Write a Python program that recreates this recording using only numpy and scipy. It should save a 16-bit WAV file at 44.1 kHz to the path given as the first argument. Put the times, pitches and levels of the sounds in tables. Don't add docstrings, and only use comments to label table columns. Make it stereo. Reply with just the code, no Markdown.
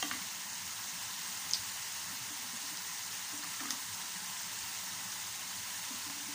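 import sys
import numpy as np
from scipy import signal
from scipy.io import wavfile
from scipy.ndimage import uniform_filter1d

SR = 44100
rng = np.random.default_rng(int(sys.argv[2]) if len(sys.argv) > 2 else 0)


def field_ratio(decibels):
    return 10 ** (np.asarray(decibels, dtype=float) / 20)


def digitize_waveform(pressure):
    field = np.atleast_2d(pressure).T
    bounded = np.clip(field, -1, 1)
    quanta = np.round(bounded * 32767).astype(np.int16)
    wavfile.write(sys.argv[1], SR, quanta)


N = 279594

# [f/Hz, density/dB per Hz]
FIZZ_SPECTRUM = [(310, -37), (520, -20.5), (731, -8), (850, -2), (1030, 0.5), (1190, -6.5), (2060, -1),
                 (2860, -2), (4380, -2.5), (6600, 0.5), (9300, -6.5), (11800, -15), (13900, -14),
                 (14700, -2)]
# [f/Hz, width/Hz, level/dB]
FIZZ_HUMPS_AND_DIPS = [(910, 58, 0.5), (1240, 31, -2), (1300, 55, 4.5), (1620, 39, 2), (1820, 71, 1.5),
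                       (2370, 200, -4.5), (3330, 150, -2.5), (6500, 220, 2), (7560, 1000, -0.5), (8640, 350, 3.5)]
# [t/s, level/dB]
FRYING_HEAT = [
    (0.0, -41.5),
    (0.39, -44),
    (1.52, -42.5),
    (2.28, -43.5),
    (2.61, -43),
    (5.98, -43),
    (6.34, -43.5),
]
# [t/s, peak level/dB, f/Hz, length/ms]
SPITS = [(.0275, -29, 6500, 1.5), (.113, -34, 4170, 0.91), (1.5102, -33, 4500, .6),
         (1.5117, -24, 6500, 1.2), (1.5118, -35, 3220, .8), (1.5348, -21, 5200, 0.48),
         (1.5354, -13.5, 5640, 0.63), (1.536, -30, 8300, .8), (1.536, -19, 4800, 0.93),
         (1.5412, -21, 4280, 0.36), (1.542, -31, 8300, .9), (1.5437, -32, 3500, 1.3),
         (1.5465, -26, 4700, 1.6), (2.773, -24, 5200, 0.37), (3.7067, -19.5, 5250, 0.56),
         (3.7067, -21, 9800, 0.2), (3.707, -29.5, 3600, 1.2), (3.7078, -21, 6500, 0.8),
         (3.709, -33, 5370, 1.3)]
# [t/s, peak level/dB, f/Hz]
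POPS = [(0.3484, -32, 6570), (0.5324, -28, 6690), (0.6684, -31, 7330), (1.0954, -35, 6290),
        (1.9534, -36, 5770), (2.3054, -37, 6080), (3.1234, -33, 6140), (3.2264, -33, 6490),
        (3.6054, -32, 5690), (3.9705, -31, 6500), (4.3934, -30, 6460), (4.59, -27, 7500),
        (4.7884, -33, 7250), (5.1205, -29, 6000), (5.2174, -32, 6060), (5.9214, -36, 6600),
        (5.9734, -41, 6550)]
# [t/s, peak level/dB, f/Hz]
THUMPS = [(0.206, -43.5, 182), (0.449, -52, 196), (0.927, -47.5, 174), (1.06, -49, 99), (1.124, -51, 187),
          (1.468, -55, 182), (1.59, -46, 100), (1.741, -53, 108), (1.798, -51, 110), (1.937, -54, 175),
          (2.096, -46, 200), (2.206, -45, 120), (2.546, -52, 207), (2.886, -49, 166), (3.875, -51, 200),
          (3.935, -49, 191), (4.154, -44, 179), (4.22, -46, 182), (4.293, -44.5, 191), (4.461, -51, 205),
          (4.912, -46.5, 185), (5.047, -48, 186), (5.156, -48, 105), (5.576, -46, 102), (5.667, -52, 102),
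          (6.097, -49, 170), (6.261, -44, 211)]
# [f/Hz, peak level/dB, ring T60/s]
CUP_MODES = [
    (3170, -27, 0.028),
    (2760, -32, 0.036),
    (2070, -35, 0.017),
    (1155, -29.5, 0.025),
    (770, -33.5, 0.025),
]
# [f/Hz, peak level/dB, ring T60/s]
LID_MODES = [
    (2180, -34, .04),
    (1830, -28.5, 0.022),
    (1500, -31, 0.019),
    (1180, -36, .035),
]
# [t/s, peak level/dB, f/Hz]
TAPS = [(.135, -35, 2050), (3.435, -39, 1820), (3.443, -39, 1200), (3.597, -41, 1820), (3.603, -36, 1810),
        (3.606, -36.5, 1320), (3.615, -41, 1200), (3.632, -40, 1010), (3.654, -36, 1240),
        (3.656, -41, 2010), (3.671, -42, 1970), (3.687, -41, 1460), (3.7065, -36, 1900),
        (3.708, -40.5, 1300), (3.736, -39, 1130), (5.84, -41.5, 2050), (5.879, -44, 966),
        (6.099, -39.5, 990)]
# [t/s, peak level/dB, f/Hz]
KNOCKS = [(0.037, -37, 293), (0.057, -50, 311), (0.113, -41, 251), (0.139, -45.5, 299), (0.17, -48, 272),
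          (2.124, -50.5, 267), (2.305, -47.5, 294), (2.394, -49.5, 234), (2.436, -48, 246),
          (2.533, -44.5, 234), (2.633, -49.5, 284), (2.71, -48.5, 304), (3.33, -43, 291), (3.392, -50, 296),
          (3.451, -50, 293), (3.608, -42.5, 286), (3.627, -42, 293), (3.652, -39.5, 285), (3.683, -46, 241),
          (3.728, -46, 254), (3.754, -53, 277), (5.905, -42.5, 266.5), (5.94, -46, 253), (6.064, -46, 293),
          (6.099, -46.5, 283), (6.165, -48, 284), (6.204, -52, 287), (6.285, -43.5, 288)]
# [f/Hz, density/dB per Hz]
MURMUR_SPECTRUM = [(25, -30), (50, -24), (75, -10.5), (92, -2), (110, 1.5), (140, -14), (175, 2.5),
                   (200, -2.5), (260, -6), (360, -11.5), (430, -10.5), (520, -20), (620, -9), (900, -38)]
# [t/s, level/dB, centre f/Hz, width/Hz]
SPLITS = [
    (1.74, -60, 9200, 3000),
    (1.81, -51, 6500, 1500),
    (2.367, -53, 6940, 2490),
    (2.413, -52, 6630, 1500),
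    (3.575, -52, 5700, 2500),
    (4.155, -57, 5200, 1190),
    (4.782, -63, 11900, 2500),
    (5.432, -52, 5860, 2490),
    (5.71, -56, 9000, 1200),
]
# [f/Hz, level re usual/dB]
DROPOUT_LIMITS = [(1500, -8), (2330, -4.5), (2800, -6.5), (3300, -2.6), (3800, -5), (5000, -6.5),
                  (9500, -6.5), (11500, -4.2), (13700, -2.6), (14200, -6)]

FIZZ_DB, CRACKLE_DB, CRACKLES_PER_S = -42, -50.5, 1500
TOP_FOLLOWS, LOW_FOLLOWS = 1, 0.35
POP_MS = 0.56
SPRAY_S, SPRAY_GAP_S, SPRAY_DB, SPRAY_FADE_DB, SPRAY_HZ, SPRAY_MS = 1.549, 0.0043, -33, -1.3, 5270, 1.4
CUP_S, LID_S = 0.0252, 0.1104
LAG_CYCLES = 2.31
TAP_T60_S, TAP_UPPER_DB, FIRM_UPPER_DB = 0.03, -10, -9.5
THUMP_T60_S, KNOCK_T60_S = 0.13, 0.16
MURMUR_DB, SWELL_DB, SWELLS_PER_S = -64, 1.8, 9
KITCHEN_T60_S, KITCHEN_DB = 0.33, -5
EDGE_HZ = 15490


def evened(x):
    return x / np.sqrt(np.mean(x ** 2) + 1e-20)


def smoothed(x, size_0, size_1):
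    return uniform_filter1d(uniform_filter1d(x, size=size_0, axis=0), size=size_1, axis=1)


def read(points, hz):
    f, value = np.transpose(points)
    return np.interp(np.log(hz + 1), np.log(f + 1), value)


def add(mix, s, sound):
    part = mix[round(s * SR):][:len(sound)]
    part += sound[:len(part)]


def passed(x, order, hz, side):
    return signal.sosfiltfilt(signal.butter(order, hz, btype=side, fs=SR, output="sos"), x)


def band_noise(chance, order, low_hz, high_hz):
    band = signal.butter(order, (low_hz, high_hz), btype="band", fs=SR, output="sos")
    return evened(signal.sosfilt(band, chance))


def noise(colour_db, size, patchy_db, flicker_db):
    frames, hz = 4 * N // size + 5, np.fft.rfftfreq(size, 1 / SR)
    a, b, patches, flicker = rng.standard_normal((frames, len(hz), 4)).T
    patches = evened(smoothed(patches, 5, 5))
    flicker = evened(smoothed(flicker, 400, 3))
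    level_db = colour_db(hz)[:, None] + patchy_db * patches + flicker_db * flicker
    z = (a + 1j * b) * field_ratio(level_db) * (hz < EDGE_HZ)[:, None]
    return evened(signal.istft(z, nperseg=size, noverlap=3 * size // 4)[1][:N])


def sizzle():
    s, db = np.transpose(FRYING_HEAT)
    heat_db = np.interp(np.arange(N) / SR, s, db - np.median(db))
    fizz = field_ratio(FIZZ_DB) * noise(fizz_db, size=1024, patchy_db=1.2, flicker_db=0.5) + crackle()
    top = passed(fizz, 3, 10000, "high")
    low = passed(fizz, 3, 2500, "low")
    middle = fizz - top - low
    return field_ratio(heat_db) * middle + field_ratio(TOP_FOLLOWS * heat_db) * top + field_ratio(LOW_FOLLOWS * heat_db) * low


def fizz_db(hz):
    humps_and_dips = sum(db * np.exp(-((hz - f) / width) ** 2) for f, width, db in FIZZ_HUMPS_AND_DIPS)
    return read(FIZZ_SPECTRUM, hz) + humps_and_dips


def crackle():
    out = np.zeros(N)
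    size = field_ratio(3.0 * np.minimum(rng.exponential(1, N), 4.4))
    size = size * (rng.random(N) < CRACKLES_PER_S / SR)
    kind = rng.integers(0, 20, N)
    for k, hz in enumerate(np.geomspace(900, 13800, num=20)):
        cycles = np.arange(round(30 * SR / hz)) * hz / SR
        grain = cycles * np.exp(-cycles / 1.96) * np.sin(2 * np.pi * cycles * (1 + 0.0027 * cycles))
        grain *= field_ratio(fizz_db(hz)) * np.sqrt(hz) / np.linalg.norm(grain)
        out += signal.oaconvolve(size * (kind == k), grain)[:N]
    return field_ratio(CRACKLE_DB) * evened(out)


def spits():
    out, t = np.zeros(N), np.arange(-200, 200) / SR
    pops = [(s, db, hz, POP_MS) for s, db, hz in POPS]
    spray = []
    for k, (late, sharp) in enumerate(rng.standard_normal((6, 2))):
        s = SPRAY_S + SPRAY_GAP_S * (k + 0.15 * late)
        spray.append((s, SPRAY_DB + k * SPRAY_FADE_DB, SPRAY_HZ * (1 + 0.19 * sharp), SPRAY_MS))
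    for s, db, hz, ms in SPITS + spray + pops:
        swell = field_ratio(db) * np.exp(-(1800 * t / ms) ** 2)
        add(out, s - 200 / SR, swell * np.cos(2 * np.pi * hz * t))
    return out


def thumps():
    return rings(THUMPS, THUMP_T60_S, rise=0.0066, partners=((.55, -14), (1.1, -14)))


def rings(rows, t60, rise, partners):
    out, t = np.zeros(N), np.arange(SR // 2) / SR
    for (s, db, hz), turn in zip(rows, rng.random((len(rows), 4))):
        tone = np.sin(2 * np.pi * hz * t)
        for (ratio, ratio_db), phase in zip(partners, turn):
            tone += field_ratio(ratio_db) * np.sin(2 * np.pi * (ratio * hz * t + phase))
        add(out, s, field_ratio(db - 60 * t / t60) * (1 - np.exp(-t / rise)) * tone)
    return out


def utensils():
    firm = [(s + LAG_CYCLES / hz, db, hz, t60, FIRM_UPPER_DB)
            for s, modes in ((CUP_S, CUP_MODES), (LID_S, LID_MODES)) for hz, db, t60 in modes]
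    light = [(s, db, hz, TAP_T60_S, TAP_UPPER_DB) for s, db, hz in TAPS]
    return ticks(firm + light, rise=0.00013, spread=(.62, 1.3, 1.75), rough=0.28)


def ticks(rows, rise, spread, rough):
    out, t = np.zeros(N), np.arange(SR // 10) / SR
    for (s, db, hz, t60, upper_db), chance in zip(rows, rng.standard_normal((len(rows), len(t)))):
        upper = sum(np.sin(2 * np.pi * hz * k * t + p) for k, p in zip(spread, 3 * chance[-4:]))
        crack = band_noise(chance, 2, 0.89 * hz, 2.15 * hz)
        tone = np.sin(2 * np.pi * hz * t) + field_ratio(upper_db) * upper + rough * crack
        add(out, s, field_ratio(db - 60 * t / t60) * (1 - np.exp(-t / rise)) ** 2 * tone)
    return out


def counter_knocks():
    return rings(KNOCKS, KNOCK_T60_S, rise=0.0024, partners=((.82, -9.5), (1.5, -17.5), (2.3, -16.5)))


def kitchen(x, t60):
    at = np.arange(130, SR // 2, 20)
    taps = np.zeros(SR // 2 + 20)
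    sign = rng.choice([-1., 1.], len(at))
    taps[at + rng.integers(0, 20, len(at))] = sign * field_ratio(-60 * at / SR / t60)
    return signal.oaconvolve(x, taps / np.linalg.norm(taps))[:N]


def murmur():
    rumble = noise(lambda hz: read(MURMUR_SPECTRUM, hz), size=4096, patchy_db=1.0, flicker_db=1.0)
    deep = passed(rumble, 4, 140, "low")
    top = passed(rumble, 4, 230, "high")
    middle = rumble - deep - top
    return field_ratio(MURMUR_DB + 3) * (flame_swell() * deep + flame_swell() * middle + top)


def flame_swell():
    t, rates = np.arange(0, N, 256) / SR, np.geomspace(1, SWELLS_PER_S, num=16)[:, None]
    drift = evened(np.sin(2 * np.pi * (rates * t + rng.random((16, 1)))).sum(0))
    return field_ratio(SWELL_DB * np.interp(np.arange(N) / SR, t, drift))


def splits():
    out = np.zeros(N)
    for (s, db, hz, width), chance in zip(SPLITS, rng.standard_normal((len(SPLITS), 2048))):
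        puff = band_noise(chance, 7, hz - width / 2, hz + width / 2) * np.hanning(2048)
        add(out, s - 1024 / SR, field_ratio(db + 5) * puff)
    return out


def dropouts(x):
    hz, _, z = signal.stft(x, SR, nperseg=1024, noverlap=768)
    power = smoothed(abs(z) ** 2, 4, 4) + 1e-20
    below_usual_db = 10 * np.log10(power / np.median(power, axis=1, keepdims=True))
    weak = below_usual_db < read(DROPOUT_LIMITS, hz)[:, None]
    keep = np.where(weak, field_ratio(-9), 1.) * (hz < EDGE_HZ)[:, None]
    return signal.istft(z * keep, SR, nperseg=1024, noverlap=768)[1][:N]


def scene():
    taps, drops, knocks = utensils(), spits(), counter_knocks()
    echoes = kitchen(field_ratio(KITCHEN_DB) * taps + field_ratio(-11) * knocks, KITCHEN_T60_S)
    echoes = echoes + field_ratio(-5) * kitchen(drops, t60=0.16)
    mono = sizzle() + drops + thumps() + taps + knocks + echoes + murmur()
    return np.array([mono, mono])


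def band_limit(x):
    return signal.sosfilt(signal.butter(12, 16860, fs=SR, output="sos"), x)


def record(dry):
    mid, side = dropouts(dry.mean(0)), splits()
    return band_limit(np.array([mid + side, mid - side]))


dry = scene()
out = record(dry)
digitize_waveform(out)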